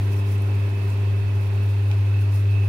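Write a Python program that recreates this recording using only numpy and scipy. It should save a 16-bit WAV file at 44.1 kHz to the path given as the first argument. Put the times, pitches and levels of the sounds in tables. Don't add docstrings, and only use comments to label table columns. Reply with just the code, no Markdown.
import sys
import numpy as np
from scipy import signal
from scipy.fft import rfft, irfft, next_fast_len
from scipy.io import wavfile
from scipy.ndimage import uniform_filter1d

SR = 44100
rng = np.random.default_rng(int(sys.argv[2]) if len(sys.argv) > 2 else 0)


def bounce(signal):
    frames = np.transpose(np.atleast_2d(signal))
    limited = np.clip(frames, -1, 1)
    pcm = np.round(limited * 32767).astype(np.int16)
    wavfile.write(sys.argv[1], SR, pcm)


def voltage_ratio(level):
    return 10 ** (np.asarray(level, float) / 20)


N = 118188

HUM_HZ, HUM_PAN_DB = 100.16, 0.6
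AIR_FADE_DB = -4


def evened(x):
    return x / np.sqrt(np.mean(x ** 2) + 1e-20)


def read(points, hz):
    f, value = np.transpose(points)
    return np.interp(np.log(hz + 1), np.log(f + 1), value)


def walk(column):
    # (time [s], hum level [dB], place [0-1], housing ring level [dB])
    stations = np.array([(0, -19.5, 0.15, -3), (.2, -20.5, 0.11, -1.5), (.55, -20, 0.22, 0.5),
                         (.87, -21, 0.32, 1.5), (1.1, -20, 0.5, 0.5), (1.45, -20.5, 0.53, 0),
                         (1.75, -19, 0.74, 1), (2.0, -18.5, 1, -2), (2.2, -18.3, 0.97, 4),
                         (2.43, -18.3, 0.97, -3.5), (2.54, -18, 1, 7.5), (2.68, -18.5, 0.53, 3.5)])
    return np.interp(np.arange(N) / SR, stations[:, 0], stations[:, column])


def panned(db):
    return voltage_ratio(np.array([[db / 2], [-db / 2]]))


def resonate(x, hz, width_hz):
    radius = np.exp(-np.pi * width_hz / SR)
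    return signal.lfilter([1 - radius], [1, -2 * radius * np.cos(2 * np.pi * hz / SR), radius ** 2], x)


def pair(same):
    a, b = rng.standard_normal((2, N))
    same = np.clip(same, -1, 1)
    return np.array([a, same * a + np.sqrt(1 - same ** 2) * b])


def drift(hz):
    t = np.arange(0, N + 64, 64) / SR
    rates = hz * np.geomspace(.1, 1, num=12)
    slow = sum(np.sin(2 * np.pi * (f * t + rng.random())) for f in rates)
    return evened(np.interp(np.arange(N) / SR, t, slow))


def bursts(rows, edge_s):
    t = np.arange(N) / SR
    total = 0
    for start, length, db in rows:
        inside = np.minimum(t - start, start + length - t)
        total = total + voltage_ratio(db) * np.clip(inside / edge_s + .5, 0, 1)
    return total


def hiss(shape_db, same):
    a, b, c, d, patches = rng.standard_normal((shape_db.shape[-1], 513, 5)).T
    patches = uniform_filter1d(patches, size=12, axis=0)
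    patches = evened(uniform_filter1d(patches, size=8, axis=1))
    left = a + 1j * b
    right = same * left + np.sqrt(1 - same ** 2) * (c + 1j * d)
    z = np.array([left, right]) * voltage_ratio(shape_db + 0.9 * patches)
    return signal.istft(z, nperseg=1024, noverlap=768)[1][:, :N]


def air():
    # (frequency [Hz], level [dB per Hz])
    air_spectrum = [(25, -11), (88, 9.5), (170, 5.5), (560, 0), (2300, -7.5), (4400, -15.5), (4900, -19),
                    (7000, -26.5)]
    # (frequency [Hz], left-right correlation [-1 to 1])
    coherence = [(25, .84), (60, .97), (250, .93), (640, .45), (1200, -.15), (3000, .02)]
    # (frequency [Hz], left-right level [dB])
    port_lean = [(60, .5), (500, 0), (1290, -2.5), (2380, -6), (4400, -2), (8000, 2)]
    hz = np.fft.rfftfreq(1024, 1 / SR)
    place = np.pad(walk(column=2)[::256], (0, 5), "edge")
    steady = read(air_spectrum, hz) - np.maximum(hz - 7000, 0) / 1000
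    fade = AIR_FADE_DB * place / (1 + (hz[:, None] / 1500) ** 2)
    shape = steady[:, None] + fade
    lean = read(port_lean, hz)[:, None] / 2
    same = np.clip(read(coherence, hz), -1, 1)[:, None]
    x = hiss(np.array([shape + lean, shape - lean]), same)
    band = signal.butter(2, [600, 2200], "band", fs=SR, output="sos")
    return voltage_ratio(-47.5) * x / np.std(signal.sosfilt(band, x.mean(0)))


def puffs():
    # (start [s], length [s], level [dB])
    gusts = [
        (1.01, .07, -40),
        (1.1, 0.054, -34),
        (1.2, 0.09, -38),
        (2.53, 0.045, -35),
    ]
    band = signal.butter(2, [45, 111], "band", fs=SR, output="sos")
    return evened(signal.sosfilt(band, pair(-.3))) * bursts(gusts, .03)


def rubs():
    # (start [s], length [s], level [dB])
    slides = [(0, .1, -56), (.11, 0.091, -51.5), (.26, 0.095, -50), (.4, 0.24, -60.5), (.66, 0.055, -58),
              (.78, 0.2, -57.5), (1.36, 0.14, -59), (1.61, 0.13, -57.5), (1.88, .06, -59), (2.19, .05, -54),
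              (2.32, 0.082, -51), (2.44, 0.03, -65), (2.63, 0.036, -58)]
    # (frequency [Hz], level [dB])
    friction = [(2500, -24), (5000, 2.5), (8000, -5.5), (9000, 0.5), (12000, -1.5), (15700, -4)]
    grip_db = -59.5
    hz = np.fft.rfftfreq(1024, 1 / SR)
    x = evened(hiss(read(friction, hz)[:, None] + np.zeros(N // 256 + 6), 0.044))
    level = np.hypot(bursts(slides, 0.041), voltage_ratio(grip_db))
    return x * panned(4.5) * level * voltage_ratio(1.6 * drift(60))


def ticks():
    # (time [s], level [dB], centre frequency [Hz], left-right level [dB])
    snaps = [
        (0.131, -48.5, 5000, 11.5),
        (0.164, -53, 6000, 6),
        (0.3816, -43, 8800, 4),
        (.4209, -41.5, 11000, 5),
        (0.9022, -44, 7400, 0),
        (1.9141, -39, 4250, 2),
        (1.914, -29.5, 2400, -2),
        (2.3256, -47, 8300, 5),
    ]
    case_t60_s, room_t60_s, room_db = 0.0084, 0.43, -4.5 - 14
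    q = 7.5
    t = np.arange(8000) / SR
    shape = voltage_ratio(-60 * t / case_t60_s) + voltage_ratio(room_db - 60 * t / room_t60_s)
    out = np.zeros((2, N + 8000))
    draws = rng.standard_normal((len(snaps), 2, 8000))
    for (s, db, hz, pan_db), z in zip(snaps, draws):
        edges = [hz / (1 + 1 / q), min(hz * (1 + 1 / q), .45 * SR)]
        band = signal.butter(1, edges, "band", fs=SR, output="sos")
        snap = evened(signal.sosfilt(band, z)) * shape
        out[:, round(s * SR):][:, :8000] += voltage_ratio(db) * panned(pan_db) * snap
    return out[:, :N]


def thud():
    start_s, hz, level_db, t60_s = 1.903, 750, -42, .35
    t = np.maximum(np.arange(N) / SR - start_s, 0)
    return voltage_ratio(level_db - 60 * t / t60_s) * (t > 0) * evened(resonate(pair(.5), hz, 200))


def body():
    # (frequency [Hz], width [Hz], level [dB], left-right level [dB], left-right correlation [-1 to 1])
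    modes = [(254, 47, -59.5, -16, 0.94), (385.7, 38, -46.5, -2, 1), (505, 230, -53, 7, 1),
             (965, 170, -55.5, 0, 0.29), (2400, 154, -62, -9, 0.66)]
    shudder = (98, 19.7, -38.5, HUM_PAN_DB, 1)
    out = 0
    for hz, width_hz, db, pan_db, same in modes + [shudder]:
        rumble = resonate(resonate(pair(same), hz, width_hz), hz, 2 * width_hz)
        level = voltage_ratio(db + AIR_FADE_DB * walk(column=2) * (200 < hz < 1500))
        out = out + level * panned(pan_db) * evened(rumble)
    return out


def ring():
    shaft_hz, ring_hz, width_hz = 42.5, 2603, 115
    knock_share = .45
    knocks = np.zeros(N)
    at = np.arange(0, N - 1, SR / shaft_hz).round().astype(int)
    knocks[at] = voltage_ratio(2.0 * rng.standard_normal(len(at)))
    drive = knock_share * evened(knocks) + np.sqrt(1 - knock_share ** 2) * pair(.7)
    rung = evened(resonate(resonate(drive, ring_hz, width_hz), ring_hz, 2 * width_hz))
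    return voltage_ratio(-52.5 + walk(column=3) + 0.62 * drift(14)) * panned(-10) * rung


def slots():
    slot_hz, wobble_db = 942.2, 2
    # (left level [dB], right level [dB])
    slot_lines = [(-61.5, -62.5), (-59.5, -59), (-60.5, -58.5)]
    # (lower [dB], centre [dB], upper [dB])
    slot_fades = (1, -7, -2)
    t = np.arange(N) / SR
    out = 0
    for k, dbs in enumerate(slot_lines):
        port_shift = np.array([[0], [1]]) * .7 * drift(1)
        phase = 6 * rng.random() + .4 * drift(1.5) + port_shift
        wobble = wobble_db * np.array([drift(3.3), drift(2.805)])
        level = voltage_ratio(np.array(dbs)[:, None] + slot_fades[k] * walk(column=2) + wobble)
        line_hz = slot_hz + (k - 1) * HUM_HZ
        out = out + np.sqrt(2) * level * np.cos(2 * np.pi * line_hz * t + phase)
    return out


def hum():
    start_rad, skew_rad = 2.1, -4.6
    # (level at place 0 [dB], at 0.5 [dB], at 1 [dB], left-right [dB], left lead [rad])
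    overtones = [(-43, -47, -56, -2.5, .35), (-42, -50, -48, 1, .45), (-42.5, -44.5, -47, .3, .65),
                 (-57, -62, -68, 3, .1)]
    hum_leads = (.04, .11, -.07)
    # (time [s], phase shift [rad])
    path_phase = [(0, .2), (1.5, -.2), (2.4, 0), (2.68, .5)]
    t = np.arange(N) / SR
    turn = 2 * np.pi * HUM_HZ * t + start_rad
    place, side = walk(column=2), np.array([[.5], [-.5]])
    lead = np.interp(place, [0, .6, 1], hum_leads)
    path = np.interp(t, *np.transpose(path_phase))
    out = voltage_ratio(walk(column=1)) * panned(HUM_PAN_DB) * np.cos(turn + skew_rad - side * lead + path)
    for k, (db0, db1, db2, pan_db, lead) in enumerate(overtones):
        level = voltage_ratio(np.interp(place, [0, .5, 1], [db0, db1, db2])) * panned(pan_db)
        out = out + level * np.cos((k + 2) * turn + skew_rad + side * lead)
    return np.sqrt(2) * out


def scene():
    low_cut_hz, edge_hz = 70, 15745
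    noises = air() + puffs() + rubs() + ticks() + thud() + body() + ring()
    size = next_fast_len(N)
    hz = np.fft.rfftfreq(size, 1 / SR)
    noise_gain = (hz < edge_hz) * hz / np.hypot(hz, low_cut_hz)
    noises = irfft(rfft(noises, size) * noise_gain, size)[:, :N]
    return noises + slots() + hum()


def top_cut(x):
    return signal.sosfilt(signal.butter(12, 16340, fs=SR, output="sos"), x)


def record(dry):
    return top_cut(dry)


dry = scene()
out = record(dry)
bounce(out)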